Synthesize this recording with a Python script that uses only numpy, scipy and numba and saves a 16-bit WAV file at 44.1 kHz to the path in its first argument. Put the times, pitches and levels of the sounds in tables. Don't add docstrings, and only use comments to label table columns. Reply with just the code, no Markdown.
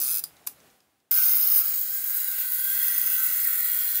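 import sys
import numpy as np
from scipy import signal
from scipy.fft import rfft, irfft
from scipy.io import wavfile
from scipy.ndimage import uniform_filter1d
from numba import njit

SR = 44100
rng = np.random.default_rng(int(sys.argv[2]) if len(sys.argv) > 2 else 0)


def output_pcm(signal):
    pcm = np.clip(np.atleast_2d(signal).T, -1, 1) * 32767
    wavfile.write(sys.argv[1], SR, np.round(pcm).astype(np.int16))


N = 176400
TIME = np.arange(N) / SR


def undb(db):
    return 10 ** (np.asarray(db) / 20)


def curve(rows, column=1):
    rows = np.array(rows)
    return np.interp(TIME, rows[:, 0], rows[:, column])


def cut(x, order, hz, kind):
    return signal.sosfilt(signal.butter(order, hz, kind, fs=SR, output="sos"), x)


def ring(x, response):
    return signal.fftconvolve(x, response / np.linalg.norm(response))[:N]


def colour(points, size=2048):
    hz, db = np.array(sorted(points)).T
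    bin_hz = np.arange(size // 2 + 1) * SR / size
    gain = undb(np.interp(np.log(bin_hz + 1), np.log(hz), db))
    cepstrum = irfft(np.log(gain))
    cepstrum[1:size // 2] *= 2
    cepstrum[size // 2 + 1:] = 0
    return irfft(np.exp(rfft(cepstrum)))


def modes(rows, size=4096):
    t = TIME[:size]
    return sum(undb(db) * width * np.exp(-np.pi * width * t) * np.cos(2 * np.pi * hz * t)
               for hz, width, db in rows)


def resonate(x, hz, width_hz):
    return ring(x, modes([(hz, width_hz, 0)]))


@njit
def band(x, hz, width_hz):
    y, band_state, low_state = np.empty(len(x)), 0., 0.
    for i in range(len(x)):
        step, damping = np.tan(np.pi * hz[i] / SR), width_hz / hz[i]
        passed = (band_state + step * (x[i] + 1e-18 - low_state)) / (1 + step * (step + damping))
        band_state = 2 * passed - band_state
        low_state += 2 * step * passed
        y[i] = damping * passed
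    return y


def burst(start, db, decay_s):
    age = TIME - start
    return undb(db) * (age >= 0) * np.exp(-np.maximum(age, 0) / decay_s) * rng.standard_normal(N)


# frequency in Hz, relative density in dB.
ROOM_SPECTRUM = [(15, -61), (25, -10.5), (248, -5), (604, -9), (791, -5.5), (881, -11.5), (1550, -12.5),
                 (1730, -12.5), (5670, -19.5), (15800, -19)]
# time in seconds, level in dB.
ROOM_LEVEL = [(0, -53), (.44, -59), (.68, -57.5), (.8, -65), (.92, -70), (1.09, -74.5), (1.16, -64.5),
              (1.9, -65), (2.7, -60), (4, -64.5)]

def room_noise():
    return undb(curve(ROOM_LEVEL)) * ring(rng.standard_normal(N), colour(ROOM_SPECTRUM))


# time in seconds, beats per second.
LONG_BEAT_RATE = [(1.12, 233.6), (1.18, 216.5), (1.26, 218), (1.35, 234.3), (1.46, 223.2), (1.53, 236.6),
                  (1.9, 213.7), (1.94, 228), (2.16, 232.2), (2.54, 213.7), (2.76, 229.9), (3.34, 215.9),
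                  (3.37, 227.1), (3.57, 220.4), (3.94, 205.2), (4.0, 213.2)]
# time in seconds, rms level in dB.
BODY_HUM_LEVEL = [(1.1, -110), (1.3, -76), (1.6, -71), (2, -81), (2.7, -79.5), (4, -90)]

def body_hum():
    phase = 2 * np.pi * np.cumsum(curve(LONG_BEAT_RATE)) / SR
    return undb(curve(BODY_HUM_LEVEL)) * np.sqrt(2) * np.sin(phase)


# time in seconds, level in dB.
PALM_LEVEL = [(1.1, -96), (1.2, -75.5), (2.0, -81.5), (2.7, -66), (4, -67.5)]

def palm_rub():
    return undb(curve(PALM_LEVEL)) * resonate(rng.standard_normal(N), hz=140, width_hz=120)


# start in seconds, level in dB, centre and width in Hz, decay in seconds.
FINGER_KNOCKS = [(1.109, -50, 500, 700, .012), (1.295, -54.5, 110, 110, 0.019),
                 (1.713, -54, 620, 800, 0.03)]

def finger_knocks():
    return sum(resonate(burst(start, db, decay_s), hz, width_hz)
               for start, db, hz, width_hz, decay_s in FINGER_KNOCKS)


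# start in seconds, level in dB.
FAINT_TAPS = [(0.367, -46.5), (0.603, -51), (.701, -57), (0.804, -54), (1.002, -66)]

def faint_taps():
    contacts = sum(burst(start, db, decay_s=.0022) for start, db in FAINT_TAPS)
    return resonate(contacts, hz=5170, width_hz=2000)


# start in seconds, level in dB, decay in seconds.
LEVER_IMPACTS = [(.2378, -29, .001), (.2392, -18, .0018), (.4665, -29, .001), (.4703, -23, .001),
                 (.4718, -16.5, .0012), (.4732, -17, .0018), (1.1163, -14, .0006), (1.141, -15, .0008)]
# frequency in Hz, relative density in dB.
LEVER_SPECTRUM = [(150, -24), (1000, -21), (1520, -15.5), (2200, -22), (4090, -14.5), (5040, -0.5),
                  (5400, -13), (6800, -14), (9000, -7), (10400, -2.5), (13000, -7), (14700, 1.5),
                  (15700, -18)]

def lever_clicks():
    return ring(sum(burst(*impact) for impact in LEVER_IMPACTS), colour(LEVER_SPECTRUM))


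def beat_times(rate, start_s, end_s):
    t = TIME[int(start_s * SR):int(end_s * SR)]
    cycles = np.cumsum(np.interp(t, *np.array(rate).T)) / SR
    return np.interp(np.arange(int(cycles[-1]) + 1), cycles, t)


def impacts(times, blow_db, bounce_db, chatter_db, bounce_delay_s=.0008, chatter_decay_s=.0052):
    blows, bounces = np.zeros(N), np.zeros(N)
    sample = lambda seconds: np.clip(seconds * SR, 0, N - 1).astype(int)
    strength = undb(blow_db)
    np.add.at(blows, sample(times), strength)
    delays = rng.exponential(bounce_delay_s, (len(times), 4))
    rebounds = undb(bounce_db) * strength[:, None] * rng.standard_normal(delays.shape)
    np.add.at(bounces, sample(times[:, None] + delays), rebounds)
    settling = signal.lfilter([1], [1, -np.exp(-1 / (SR * chatter_decay_s))], blows)
    return blows + bounces + undb(chatter_db) * settling * rng.standard_normal(N)


def escapement(times, unevenness=1, jitter_s=.00007, gear_db=-26, split_hz=12300):
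    running = (TIME >= times[0]) & (TIME <= times[-1])
    shift, scatter = np.clip(rng.standard_normal((len(times), 2)), -1.5, 2.5).T
    times, scatter = times + jitter_s * shift, unevenness * scatter
    pallet = impacts(times, 2.5 * scatter, bounce_db=-10, chatter_db=-29)
    wheel = impacts(times, 1.64 * scatter, bounce_db=-6, chatter_db=-14.5)
    case = impacts(times, .3 * scatter, bounce_db=-11, chatter_db=-26)
    gear_rasp = undb(gear_db) * running * rng.standard_normal(N)
    unit = lambda force: force / force[running].std()
    steel = cut(unit(pallet), 5, split_hz, "high") + cut(unit(wheel), 5, split_hz, "low")
    return steel, unit(case + gear_rasp)


# frequency in Hz, relative density in dB.
SHELL_SPECTRUM = [(30, -56.5), (100, -32.5), (200, -15), (400, -13), (750, -10), (1050, -17), (1220, 3),
                  (2300, -2), (2700, -7), (4300, -2.5), (5300, -15), (5800, -7.5), (9000, -15.5)]

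def case_ring(force, resonances, shell_db, cutoff_hz=1235):
    modal = cut(ring(force, modes(resonances)), 6, cutoff_hz, "high")
    broad = undb(shell_db) * ring(force, colour(SHELL_SPECTRUM))
    return (modal + broad) / np.hypot(1, undb(shell_db))


# time in seconds, beats per second.
SHORT_BEAT_RATE = [(0, 137), (.022, 149), (.04, 151), (.08, 121), (.11, 178), (.13, 135)]
FINAL_TEETH_S = [.1338, .1434, .152, .1606, .1713, .1825, .1932]
# frequency in Hz, relative density in dB.
SHORT_TICKS = [(2940, -57.5), (5000, -8.5), (5450, -22), (6150, -16.5), (8450, -16), (10300, -5),
               (11700, -13), (12100, -8), (14300, -2), (15400, -2.5), (15800, -5)]
# frequency in Hz, bandwidth in Hz, relative peak in dB.
SHORT_MODES = [(1587, 48, -3.5), (2223, 62, -4), (2380, 23, -9), (2556, 170, -8.5), (2930, 85, -10),
               (3090, 32, -17), (3270, 43, -7), (3630, 120, -7.5), (3960, 76, -8), (4223, 37, 2),
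               (4970, 200, -5.5), (5700, 110, -8), (6000, 180, -4.5), (6700, 270, -10)]

def short_run():
    times = np.append(beat_times(SHORT_BEAT_RATE, start_s=.0016, end_s=.128), FINAL_TEETH_S)
    steel, case = escapement(times, unevenness=.3)
    ticks = undb(-23) * ring(steel, colour(SHORT_TICKS))
    return ticks + undb(-40) * case_ring(case, SHORT_MODES, shell_db=-8.5)


# time in seconds, steel ticks in dB, case ring in dB.
RUN_LEVELS = [(1.12, -14.5, -36), (1.14, -17, -42), (1.16, -15, -35.5), (1.51, -17, -38),
              (1.59, -14, -37.5), (1.63, -26, -40), (1.65, -21.5, -41), (1.79, -24, -49), (2.06, -26, -46),
              (2.19, -23.5, -44), (2.36, -26.5, -42), (2.41, -23.5, -39), (2.5, -25.5, -43.5),
              (2.79, -22, -38.5), (2.84, -22.5, -39), (3.98, -23, -38.5)]
TURN_TIMES_S = [1.58, 1.72, 2.149, 2.6]
# frequency in Hz, relative density in dB.
FRONT_TICKS = [(2940, -38.5), (5000, -27), (5780, -43), (6180, -21), (7240, -25.5), (8700, -15.5),
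               (9210, -18.5), (13000, -7.5), (14400, 2), (15800, -1.5)]
TILTED_TICKS = [(2940, -35), (5000, -19), (5590, -26.5), (6670, -15.5), (7240, -19), (7820, -15.5),
                (8490, -14.5), (12200, -10), (14400, -0.5), (15100, 4.5), (15800, -5)]
BASE_TICKS = [(2940, -50.5), (5000, -25), (5780, -30), (6180, -19.5), (7900, -10), (8410, -15.5),
              (9810, -4), (10700, -12.5), (11300, -3), (11700, -9), (12900, 1), (13500, -3.5), (14650, 5),
              (15300, 3.5), (15700, -4.5)]
# frequency in Hz, bandwidth in Hz, relative peak in dB.
FRONT_MODES = [(1560, 34, 1.5), (2087, 46, -1), (2350, 47, -8), (2706, 51, -7.5), (2996, 51, -12),
               (3343, 38, -8), (3670, 140, -12), (4210, 35, -4.5), (4920, 270, -3), (5530, 80, -5),
               (5500, 30, -21), (6150, 79, -2), (6400, 44, -6), (6760, 74, -7.5)]
TILTED_MODES = [(1587.6, 89, 2.5), (1890, 112, 2), (2395, 73, -24), (2880, 38, -3), (3260, 24, -3.5),
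                (3425, 160, -8.5), (3875, 46, 0.5), (4310, 63, -15), (4890, 110, -7), (5440, 45, -19),
                (6960, 170, -6)]
BASE_MODES = [(1570, 45, 2.5), (1930, 150, -2), (2078.4, 37.9, -8), (2310, 53, -12.5), (2630, 390, -13),
              (3280, 160, -9), (3924, 28, -6), (4155, 52, -2.5), (4320, 33, -12), (4810, 33, -0.5),
              (5280, 55, -4.5), (5650, 29, -1), (6010, 48, -3), (6340, 70, -5.5)]
# level in dB against the modes, for one pose.
SHELL_BALANCE_DB = [-6, -8.5, -7.5]
# time in seconds, centre in Hz, depth 0 to 1.
TILT_NOTCH = [(1.6, 12020, 0), (1.75, 10350, 0.8), (1.88, 9670, 0.9), (2.0, 8960, 0), (2.2, 8500, 0)]

def long_run():
    steel, case = escapement(beat_times(LONG_BEAT_RATE, start_s=1.11, end_s=4.0))
    pose = np.interp(TIME, TURN_TIMES_S, [.0069, .95, 1.07, 1.7])
    tick_gain, case_gain = undb(curve(RUN_LEVELS)), undb(curve(RUN_LEVELS, column=2))
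    poses = [(FRONT_TICKS, FRONT_MODES), (TILTED_TICKS, TILTED_MODES), (BASE_TICKS, BASE_MODES)]
    buzz = 0
    for k, (spectrum, resonances) in enumerate(poses):
        share = np.maximum(1 - abs(pose - k), 0)
        ticks = tick_gain * ring(steel, colour(spectrum))
        ringing = case_gain * case_ring(case, resonances, SHELL_BALANCE_DB[k])
        buzz += share * (ticks + ringing)
    return buzz - curve(TILT_NOTCH, column=2) * band(buzz, curve(TILT_NOTCH), width_hz=2200.)


def moving_echoes(x, decay_s, patterns, size=16384):
    place = np.linspace(0, patterns - 1, N)
    decay = np.exp(-TIME[:size] / decay_s)
    shares = (np.maximum(1 - abs(place - k), 0) for k in range(patterns))
    return sum(np.sqrt(share) * ring(x, rng.standard_normal(size) * decay) for share in shares)


def reflections(x, room_t60_s=.16, room_db=-8.5, near_db=-4, near_top_hz=10000):
    x = x + undb(room_db) * moving_echoes(x, room_t60_s / np.log(1000), patterns=9)
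    low = signal.sosfiltfilt(signal.butter(4, near_top_hz, fs=SR, output="sos"), x)
    near = undb(near_db) * moving_echoes(low, decay_s=.006, patterns=16)
    return x - low + (low + near) / np.hypot(1, undb(near_db))


def drift(steps_per_s):
    hold = int(SR / steps_per_s)
    return uniform_filter1d(np.repeat(rng.standard_normal(N // hold + 1), hold), hold)[:N]


# centre in Hz, width in Hz.
SHORT_DIPS = [(1750, 115), (4530, 300)]
LONG_DIPS = [(1720, 24), (4030, 45), (5760, 294), (6530, 58)]

def spectral_dips(x, dips, wander_share=.009):
    for hz, width_hz in dips:
        centre_hz = hz * (1 + wander_share * drift(steps_per_s=5))
        x = x - band(x, centre_hz, float(width_hz))
    return x


def scene():
    whirr_and_hands = short_run() + lever_clicks() + faint_taps() + finger_knocks() + palm_rub()
    whirr_and_hands = spectral_dips(reflections(whirr_and_hands), SHORT_DIPS)
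    buzz = spectral_dips(reflections(long_run()), LONG_DIPS)
    return (whirr_and_hands + buzz + body_hum() + room_noise())[None]


def record(dry, low_cut_hz=63, top_hz=15720):
    thinned = cut(dry, 2, low_cut_hz, "high")
    return signal.sosfilt(signal.ellip(16, .1, 80, top_hz, fs=SR, output="sos"), thinned)


dry = scene()
out = record(dry)
output_pcm(out)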